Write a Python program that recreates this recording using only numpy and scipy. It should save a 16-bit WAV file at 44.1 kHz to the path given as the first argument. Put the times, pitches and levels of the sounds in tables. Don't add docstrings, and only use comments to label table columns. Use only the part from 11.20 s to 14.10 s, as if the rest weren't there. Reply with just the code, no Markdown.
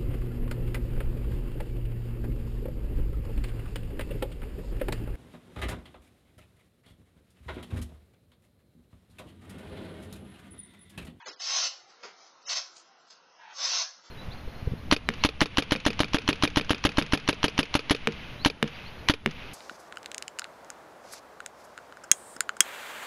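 import sys
import numpy as np
from scipy import signal
from scipy.fft import rfft, irfft
from scipy.io import wavfile
from scipy.ndimage import uniform_filter1d

SR = 44100
rng = np.random.default_rng(int(sys.argv[2]) if len(sys.argv) > 2 else 0)


def gain_from_decibels(decibels):
    exponent = np.asarray(decibels, float) / 20
    return 10 ** exponent


def master(y):
    cut = np.clip(np.atleast_2d(y).T, -1, 1)
    pcm = np.round(cut * 32767)
    wavfile.write(sys.argv[1], SR, pcm.astype(np.int16))


N = 127890

# frequency in Hz, level in dB.
BRISTLE_HZ_DB = [(320, -48.5), (550, -21), (1070, -13.5), (2920, -7.5), (5220, -2), (6580, -2.5),
                 (8800, -41.5), (11400, -67), (19400, -120)]
# centre in Hz, width in Hz, boost in dB.
BRISTLE_RINGS = [(1108, 130, 7.5), (622, 350, 8), (3450, 130, 5), (4567, 94, 10), (5085, 253, 8),
                 (6000, 200, 4), (5830, 120, -16.5)]


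def level(x, db):
    return x * gain_from_decibels(db) / np.sqrt(np.mean(x ** 2))


def colour(x, points, rings=()):
    hz = np.maximum(np.arange(len(x) // 2 + 1) * SR / len(x), 1)
    point_hz, point_db = np.array(points).T
    db = np.interp(np.log(hz), np.log(point_hz), point_db)
    for centre_hz, width_hz, ring_db in rings:
        db = db + ring_db / (1 + (2 * (hz - centre_hz) / width_hz) ** 2)
    return irfft(rfft(x) * gain_from_decibels(db), len(x))


def band(x, lo_hz, hi_hz):
    return signal.sosfilt(signal.butter(2, [lo_hz, hi_hz], "bandpass", fs=SR, output="sos"), x)


def walk(rate_hz):
    targets = rng.standard_normal(999)
    path = np.interp(np.arange(N) / SR * rate_hz, np.arange(999), targets)
    path = uniform_filter1d(path, int(SR / rate_hz) // 2 + 1)
    return path / path.std()


def slips(per_s, scatter_db):
    chance = rng.random(N)
    force = rng.standard_normal(N) * gain_from_decibels(scatter_db * np.minimum(rng.exponential(size=N), 5))
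    return force / (1 + np.exp(np.clip((chance * SR / per_s - 1) * 20, -50, 50)))


def sweep(t):
    # time in seconds, level in dB, weight on the head in dB.
    strokes = [
        [(0.185, -66, -5.5), (0.205, -32, 0), (0.227, -32.5, -2), (0.359, -21, 2), (0.465, -24.5, -1.5),
         (0.521, -52, 6.5), (0.62, -59, 3)],
        [(1.245, -63, -1), (1.261, -43, 0.5), (1.285, -27, -2), (1.333, -21, 1.5), (1.343, -31.5, 3.5),
         (1.377, -21.5, -1.5), (1.409, -40.5, 7.5), (1.515, -73.5, 14), (1.54, -55.5, 10.5)],
        [(2.325, -68.5, -2), (2.355, -43, 6.5), (2.455, -22, -0.5), (2.461, -25.5, 1), (2.613, -23.5, -0.5),
         (2.685, -51, 12.5), (2.8, -58.5, -19)],
    ]
    head_hz, patchy_db, patch_per_s, sweep_db = 1500, 1.1, 35, 2.03
    tips = level(colour(slips(12000, 1.7), BRISTLE_HZ_DB, BRISTLE_RINGS), 0)
    edges_hz = 300 * 2 ** np.arange(0, 5.1, .5)
    common = walk(patch_per_s)
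    parts = []
    for lo_hz, hi_hz in zip(edges_hz, edges_hz[1:]):
        flicker_db = patchy_db * (common + walk(18) / 2)
        parts.append(band(tips, lo_hz, hi_hz) * gain_from_decibels(flicker_db))
    out = 0
    for rows in strokes:
        s, db, head_db = np.array(rows).T
        gain = gain_from_decibels(np.interp(t, s, db, -120, -120))
        head = gain_from_decibels(np.interp(t, s, head_db))
        out = out + gain * sum(p * (head if lo_hz < head_hz else 1) for p, lo_hz in zip(parts, edges_hz))
    return out * gain_from_decibels(sweep_db)


def scuffs(t):
    starts_s = [.059, .829, 1.901, .97, .69, 1.555, 2.835]
    # level in dB, hold in seconds, dull part in dB.
    rubs = [(-42.5, 0.029, -2), (-50, 0.032, 4.5), (-55, 0.019, -12.5), (-61.5, 0.11, -10),
            (-60, 0.022, -6.5), (-57, 0.021, -9.5), (-58, 0.046, -8)]
    # frequency in Hz, level in dB.
    rub_hz_db = [(88, -43), (150, -7.5), (435, 6.5), (3260, 7.5), (4540, -2.5), (7240, -19.5),
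                 (8000, -27.5), (10400, -81.5), (17600, -120)]
    attack_s, release_db_per_s = .006, 330
    rub = colour(slips(8000, 2.0), rub_hz_db, [(430, 200, 5), (2220, 200, 4)])
    dull = level(band(rub, 150, 2400), 0)
    bright = level(colour(slips(8000, 2.0), BRISTLE_HZ_DB, BRISTLE_RINGS), 0)
    out = 0
    for s, (db, hold_s, dull_db) in zip(starts_s, rubs):
        rise = np.clip((t - s) / attack_s, 0, 1)
        fade_db = release_db_per_s * np.maximum(t - s - hold_s, 0)
        out = out + rise * gain_from_decibels(db - fade_db) * (bright + gain_from_decibels(dull_db) * dull)
    return out


def grit(t):
    skips_s = [1.567, 1.58, 1.598, 1.675, 1.065, 2.858, 1.905]
    skips_db = [-42, -49, -51, -57, -55, -49, -51]
    centre_hz, width_hz, decay_s = 5600, 3200, .004
    rattle = level(band(slips(6000, 0.97), centre_hz - width_hz / 2, centre_hz + width_hz / 2), 0)
    envelope = 0
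    for s, db in zip(skips_s, skips_db):
        envelope = envelope + gain_from_decibels(db) * (t > s) * np.exp(-np.maximum(t - s, 0) / decay_s)
    return rattle * envelope


def creaks(t):
    # start in seconds, length in seconds, level in dB, start in Hz, end in Hz.
    creak_rows = [
        (-.04, 0.1, -50, 939, 936),
        (2.183, 0.14, -51, 968, 862.7),
        (2.293, 0.056, -48, 900, 840),
    ]
    width_hz, second_db, hiss_db = 110, -4, -6
    narrow = level(band(rng.standard_normal(N), 1, .5 * width_hz), 0)
    broad = level(band(rng.standard_normal(N), 1, 1.5 * width_hz), 0)
    hiss = level(band(rng.standard_normal(N), 1400, 3200), hiss_db)
    out = 0
    for s, length_s, db, start_hz, end_hz in creak_rows:
        x = np.clip((t - s) / length_s, 0, 1)
        phase = 2 * np.pi * np.cumsum(start_hz + (end_hz - start_hz) * x) / SR
        ring = narrow * np.sin(phase) + gain_from_decibels(second_db) * broad * np.sin(1.75 * phase)
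        out = out + gain_from_decibels(db) * np.abs(np.sin(np.pi * x)) ** .7 * (ring + hiss)
    return out


def yard_echo(near):
    t60_s, echo_db, gap_s = 0.36, -12, 0.023
    late_s = np.arange(SR) / SR - gap_s
    tail = rng.standard_normal(SR) * (late_s > 0) * gain_from_decibels(-60 * late_s / t60_s)
    tail = level(tail, echo_db) / np.sqrt(SR)
    return signal.fftconvolve(near, tail)[:N]


def town():
    # frequency in Hz, level in dB.
    town_hz_db = [(80, -18.5), (350, -7), (900, 0.5), (1400, -3.5), (2200, -11), (5000, -10), (6800, -14.5),
                  (9000, -33.5)]
    hiss = colour(rng.standard_normal(N), town_hz_db, [(5200, 300, 4.8), (1190, 270, 3.5)])
    swell = walk(1.5)
    edges_hz = 75 * 2 ** np.arange(0, 7.1, .5)
    out = 0
    for lo_hz, hi_hz in zip(edges_hz, edges_hz[1:]):
        out = out + band(hiss, lo_hz, hi_hz) * gain_from_decibels(2.4 * swell + 1.0 * walk(7.843))
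    return level(out, -61.5)


def scene():
    t = np.arange(N) / SR
    near = sweep(t) + scuffs(t) + grit(t) + creaks(t)
    return (near + yard_echo(near) + town())[None]


def squeeze(x, size, per_octave, step_db):
    offset, treble_coarser_db, step_scatter_db = 300, 9, 3.5
    kept_lo_hz, kept_hi_hz, masked_lo_hz, masked_hi_hz = 480, 6900, 7700, 8450
    drop_db, edge_scatter_db, lag, top_floor_db = -12, 2, .55, -107.5
    hole_rarity, holes_from_hz = 1.9, 1400

    n, k = np.arange(2 * size), np.arange(size // 2)
    window = np.sin(np.pi * (n[:, None] + .5) / size / 2)
    basis = np.cos(np.pi / size * np.outer(n + .5 + size / 2, k + .5)) * window
    padded = np.pad(x, (2 * size - offset, 2 * size))
    at = np.arange(len(padded) // size - 1)[:, None] * size + n
    lines = padded[at] @ basis

    hz = k * SR / 2 / size
    group = (per_octave * np.log2((700 + hz) / (700 + kept_hi_hz)) + 99).astype(int)
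    member = group[:, None] == np.arange(group.max() + 1)
    band_db = 10 * np.log10(lines ** 2 @ member / np.maximum(member.sum(0), 1) + 1e-20)
    frame_db = 10 * np.log10(np.mean(lines ** 2, axis=1, keepdims=True) + 1e-20)
    held = uniform_filter1d(rng.standard_normal(band_db.shape), size=3, axis=0) * np.sqrt(3)

    coarse_db = step_db + treble_coarser_db * np.clip(np.log2(1 + hz / 700) / 2.5, 0, 1)
    step = gain_from_decibels(coarse_db + (band_db + step_scatter_db * held)[:, group])
    recent_db = signal.lfilter([1 - lag], [1, -lag], frame_db - frame_db[0], axis=0) + frame_db[0]
    weak = (band_db + edge_scatter_db * held < recent_db + drop_db)[:, group]
    faint = (band_db + held - 10 * np.log10(size * SR / 4) < top_floor_db)[:, group]
    masked = (hz < kept_lo_hz) | (hz > masked_lo_hz) & (hz < masked_hi_hz)
    hole = (held < -hole_rarity)[:, group] & (hz > holes_from_hz)
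    lines = lines * ~(weak & masked | faint & (hz > kept_hi_hz) | hole)

    out = np.zeros(len(padded))
    np.add.at(out, at, np.round(lines / step) * step @ basis.T * 2 / size)
    out = out[2 * size - offset:][:N]
    before, after = (np.sqrt(np.abs(uniform_filter1d(v ** 2, size=400)) + 1e-14) for v in (x, out))
    return out * np.minimum(1, 1.15 * before / after)


def roll_off(x):
    return signal.sosfilt(signal.butter(12, 9090, fs=SR, output="sos"), x)


def record(dry):
    # start in seconds, end in seconds.
    short_spans_s = [(0, .21), (1.235, 1.29)]
    low_hz, top_hz, top_db, peak = 140, 6900, -3.5, .2
    mic_hz_db = [(low_hz / 2, -18), (low_hz, 0), (top_hz, 0), (top_hz * 1.308, top_db)]
    x = peak * np.tanh(colour(dry[0], mic_hz_db) / peak)
    t = np.arange(N) / SR
    short = uniform_filter1d(1. * sum((t >= a) & (t < b) for a, b in short_spans_s), size=200)
    long_blocks = squeeze(x * (1 - short), size=2048, per_octave=28, step_db=-1)
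    short_blocks = squeeze(x, size=512, per_octave=5, step_db=1.5)
    mix = (1 - short) * long_blocks + short * short_blocks
    return roll_off(mix[None])


dry = scene()
out = record(dry)
master(out)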